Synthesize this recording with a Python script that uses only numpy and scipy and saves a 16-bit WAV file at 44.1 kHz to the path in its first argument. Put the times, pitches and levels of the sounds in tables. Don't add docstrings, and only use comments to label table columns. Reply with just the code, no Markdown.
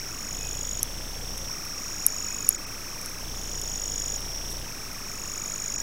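import sys
import numpy as np
from scipy import signal
from scipy.fft import rfft, irfft
from scipy.io import wavfile

SR = 44100
rng = np.random.default_rng(int(sys.argv[2]) if len(sys.argv) > 2 else 0)


def attenuation_scalar(level_db):
    decades = np.asarray(level_db, float) / 20
    return 10 ** decades


def generate_wav(sig):
    pcm = np.round(np.clip(np.atleast_2d(sig).T, -1, 1) * 32767).astype(np.int16)
    wavfile.write(sys.argv[1], SR, pcm)


N = 256662
TIME_S = np.arange(N) / SR

# first full pulse t/s, pulse count, full level/dB
TRILLS = [
    (.1049, 35, -31.5),
    (1.7785, 39, -31.3),
    (3.3723, 40, -30),
    (5.0937, 36, -30.3),
]
# t/s, peak level/dB, low ring/dB, top ring/dB, deep ring/dB
CRACKS = [(.8303, -9, -6, -9, -26), (2.0651, 1.5, -20, -31, -42), (2.4904, 2.5, -23, -16, -35),
          (1.3783, -28, -4, -18, -26), (1.6526, -32, -14, -18, -26), (3.0147, -31, 2, -20, -16),
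          (3.0524, -34, -14, -10, -7), (3.06, -27, 1, -20, -26), (3.097, -31, -18, -22, -26),
          (3.6147, -27, -2, -2, -30), (4.0004, -35, -12, -16, -26), (4.2063, -33, -8, -16, -26),
          (4.4834, -38, 0, -18, -26), (4.5984, -39, 0, -18, -26), (4.9312, -33, -10, -20, -26)]
# peak level/dB, low ring/dB, top ring/dB, deep ring/dB
NIBBLE_DB = (-36, -1, -20, -8)
# f/Hz, level/dB, t60/s
HUSK_MODES = [(2710, -4, 0.0058), (4300, -1, 0.005), (6100, -1.5, 0.0054), (6840, -3, .004),
              (7950, -2, 0.004), (9150, 1, 0.0032), (10700, 0, 0.0024), (11500, -2, 0.0021),
              (13700, -1, 0.0022), (15600, -7, 0.0022)]
HUSK_FAMILY = (3, 3, 1, 3, 1, 1, 0, 0, 2, 2)
# lag t/s, level/dB
ECHOES = [(.0016, -25), (.00212, -24), (.0027, -24), (.00311, -23), (.0055, -34), (.0072, -40),
          (.0093, -39)]
# pulse rate f/Hz, pulse depth 0-1, pitch wander f/Hz, level/dB
SINGERS = [(55.3, 0.55, 8.28, -48), (61.877, 0.65, 13.6, -50.5), (57, 1, 11.65, -53),
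           (50.668, 0.6, 22.2, -66), (66.3, 0.53, 24.0, -58.5), (71.7, 0.92, 12.131, -48),
           (76.7, 0.77, 11.5, -50), (44.9, 1, 12.96, -50.5)]
SINGER_HZ = (5551, 5357, 5495, 4943, 5097, 5675, 5743, 6240)
SINGER_GROUP = (0, 0, 0, 0, 0, 1, 1, 2)
# f/Hz, width f/Hz, level/dB
INSECT_MASS = [(5553, 410, -45), (5210, 650, -54), (6020, 1270, -47), (8010, 630, -56.5)]
# first start t/s, period t/s, length t/s, fade t/s
MIDDLE_BOUTS = (-.95, 2.23, 1.05, .08)
# first start t/s, period t/s, length t/s, fade t/s
HIGH_BOUTS = (-1.0, 1.88, 1.15, .25)
# start t/s, length t/s, f/Hz, level/dB
WHISTLES = [
    (0.378, 0.12634, 2530, -48),
    (.505, 0.08, 2520, -55),
    (2.256, 0.13, 2530, -50.5),
    (2.375, .09, 2520, -54),
    (2.635, .04, 2525, -52),
]
CURRENT_STEPS = [(.12, -.35, .05), (.305, -1.0, .062), (.53, .22, .05), (.69, 1.15, .066)]
# start t/s, end t/s
BUSY_SPELLS = [
    (.31, 1.49),
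    (3.215, 4.665),
]
# f/Hz, level/dB per Hz
HISS = [(8, -76.5), (70, -72.5), (200, -71.5), (400, -76), (1500, -83.5), (4500, -86.5), (14500, -87.5),
        (16000, -85.5)]
# t/s, length t/s, loss level/dB
DROPOUTS = [
    (2.572, .02, -20),
    (2.657, .02, -18),
    (5.772, .024, -18),
]


def near_cricket():
    stroke_s, full_len_s, first_share = .020176, 0.007289, 0.66
    wing_hz, glide_hz_per_s, skew = 6790, 25000, 0.78
    near_db, lead_db = 8, -1
    start_below_db, build_s, start_flat_hz = 13, 0.26, 45
    out = np.zeros(N + SR)
    for start_s, count, full_db in TRILLS:
        progress = np.linspace(0, 1, count + 1)
        lengths_s = full_len_s * (first_share + (1 - first_share) * np.sqrt(progress))
        starts_s = start_s + stroke_s * np.arange(-1, count) + rng.normal(0, 0.00022, count + 1)
        starts_s += .5 * (full_len_s - lengths_s)
        starts_s[0] -= .0016
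        level_db = full_db + near_db - start_below_db * np.exp((start_s - starts_s) / build_s)
        level_db += rng.normal(0, 1.0, count + 1)
        level_db += 10 * np.log10(full_len_s / lengths_s)
        level_db[0] += lead_db
        slips_rad = np.cumsum(np.cumsum(rng.normal(0, .7, count + 1)))
        flats_hz = start_flat_hz * (1 - progress)
        for s, length_s, db, slip_rad, flat_hz in zip(starts_s, lengths_s, level_db, slips_rad, flats_hz):
            i = int(s * SR)
            u = np.linspace(0, 1, int(length_s * SR))
            pitch_hz = wing_hz - flat_hz + glide_hz_per_s * (.0035 - u * length_s)
            phase = 2 * np.pi * (np.cumsum(pitch_hz) + wing_hz * i) / SR
            swell = np.sin(np.pi * u ** skew) ** 0.982
            out[i:i + len(u)] += attenuation_scalar(db) * swell * np.sin(phase + slip_rad)
    out = out[:N]
    return out + attenuation_scalar(-23.5) * np.roll(out, 260)


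def seeds():
    start_s, gap_s, count = 4.504, .0034, 8
    nibbles = [(start_s + gap_s * (k + rng.uniform(-.4, .4)), *NIBBLE_DB) for k in range(count)]
    table = np.array([*CRACKS, *nibbles])
    at = (table[:, 0] * SR).astype(int)
    tilts_db = (0, table[:, 2], table[:, 3], table[:, 4])
    out = np.zeros(N)
    for (hz, db, t60_s), family in zip(HUSK_MODES, HUSK_FAMILY):
        clicks = np.zeros(N + 40)
        size = attenuation_scalar(table[:, 1] + db + tilts_db[family] + rng.normal(0, 0.93, len(at)))
        for cycles, share in ((0, 1), (1, .5), (3, .5)):
            clicks[at + round(cycles * SR / hz)] += share * size
        narrow = signal.butter(1, [0.82 * hz, 1.25 * hz], "band", fs=SR, output="sos")
        out += signal.sosfilt(narrow, ring(clicks[:N], hz, t60_s))
    top_band = signal.butter(2, [9500, 12800], "band", fs=SR, output="sos")
    bright = signal.sosfilt(top_band, out)
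    return out + sum(attenuation_scalar(db) * np.roll(bright, int(lag_s * SR)) for lag_s, db in ECHOES)


def chorus():
    rest_db, lift_db = (0.83, -3.0, -4.5), (3, 7.5, 6.0)
    singing = bouts(*MIDDLE_BOUTS), bouts(*MIDDLE_BOUTS), bouts(*HIGH_BOUTS)
    swell_db = [rest + lift * on for rest, lift, on in zip(rest_db, lift_db, singing)]
    out = np.zeros(N)
    for hz, group, (rate_hz, depth, wander_hz, db) in zip(SINGER_HZ, SINGER_GROUP, SINGERS):
        beat = np.cos(2 * np.pi * np.cumsum(rate_hz + 0.77 * drift(1.47)) / SR)
        pulses = 1 - depth + depth * np.maximum(beat + 0.42, 0)
        level = attenuation_scalar(db + swell_db[group] + 1.74 * drift(17.59))
        out += level * pulses * tone(hz + wander_hz * drift(13.8))
    for (hz, width_hz, db), follow in zip(INSECT_MASS, (0.75, 0.6696, 0.2847, 0.06)):
        band = coloured(lambda f: 1 / (1 + ((f - hz) / (width_hz / 2)) ** 4) / np.sqrt(width_hz))
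        out += attenuation_scalar(db + follow * swell_db[0]) * band
    return out


def far_bird():
    out = np.zeros(N)
    for start_s, length_s, hz, db in WHISTLES:
        u = np.clip((TIME_S - start_s) / length_s, 0, 1)
        out += attenuation_scalar(db) * np.sqrt(np.sin(np.pi * u).clip(0)) * tone(hz + 15 * (.5 - u))
    return out


def electronics():
    frame_hz, hiss_top_hz, offset = 29.97, 16050, -.0073
    idle_hz, pull_hz_per_vs, idle_db = 1774.5, 20010000, -47
    load_db, busy_lift_db, switch_s = -42.5, 7.0, .06
    hz, db = np.transpose(HISS)
    hiss = coloured(lambda f: attenuation_scalar(np.interp(np.log(f), np.log(hz), db)) * (f < hiss_top_hz))
    place = TIME_S * frame_hz
    hum = np.zeros(N)
    for at, size, width in CURRENT_STEPS:
        away = (place - at + .5) % 1 - .5
        hum += size * np.exp(-.5 * (away / width) ** 2)
    busy = sum(gate(TIME_S - start_s, end_s - start_s, switch_s) for start_s, end_s in BUSY_SPELLS)
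    hum = (hum - hum.mean()) * attenuation_scalar(load_db + 2.5 + busy_lift_db * busy)
    hum += attenuation_scalar(-64) * np.cos(8 * np.pi * (place + .066))
    quick = signal.sosfilt(signal.butter(2, 24, "high", fs=SR, output="sos"), hiss)
    leak = np.exp(-2 * np.pi * 5 / SR)
    sag_vs = signal.lfilter([1 / SR], [1, -leak], hum + 1.05 * quick)
    whistle = attenuation_scalar(idle_db) * tone(idle_hz - pull_hz_per_vs * sag_vs)
    return thinned(hiss) + hum + whistle + offset


def thinned(x):
    loss_db = np.zeros(N)
    for mid_s, length_s, db in DROPOUTS:
        loss_db += db * np.cos(np.pi * np.clip((TIME_S - mid_s) / length_s, -.5, .5)) ** 2
    low = signal.sosfiltfilt(signal.butter(4, 1500, fs=SR, output="sos"), x)
    return low + attenuation_scalar(loss_db) * (x - low)


def drift(rate_hz):
    r = np.exp(-2 * np.pi * rate_hz / SR)
    slow = signal.lfilter([1], [1, -2 * r, r * r], rng.standard_normal(N + SR))[SR:]
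    return slow / slow.std()


def tone(hz):
    return np.sqrt(2) * np.sin(2 * np.pi * np.cumsum(hz) / SR)


def ring(clicks, hz, t60_s):
    r = attenuation_scalar(-60 / (t60_s * SR))
    w = 2 * np.pi * hz / SR
    return signal.lfilter([0, np.sin(w)], [1, -2 * r * np.cos(w), r * r], clicks + 1e-18)


def coloured(gain_at):
    hz = np.maximum(np.fft.rfftfreq(N, 1 / SR), 1)
    return irfft(rfft(rng.standard_normal(N)) * gain_at(hz), N) * np.sqrt(SR / 2)


def gate(since_s, length_s, fade_s):
    return np.clip(.5 + np.minimum(since_s, length_s - since_s) / fade_s, 0, 1)


def bouts(start_s, period_s, length_s, fade_s):
    return gate((TIME_S - start_s + fade_s) % period_s - fade_s, length_s, fade_s)


def scene():
    mono = near_cricket() + seeds() + chorus() + far_bird() + electronics()
    return np.stack([mono, mono])


def band_limit(x):
    return signal.sosfilt(signal.butter(12, 16680, fs=SR, output="sos"), x)


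def record(dry):
    top = signal.cheby2(10, 60, 16900, fs=SR, output="sos")
    mix = np.clip(signal.sosfilt(top, dry), -1, 1)
    return band_limit(mix)


dry = scene()
out = record(dry)
generate_wav(out)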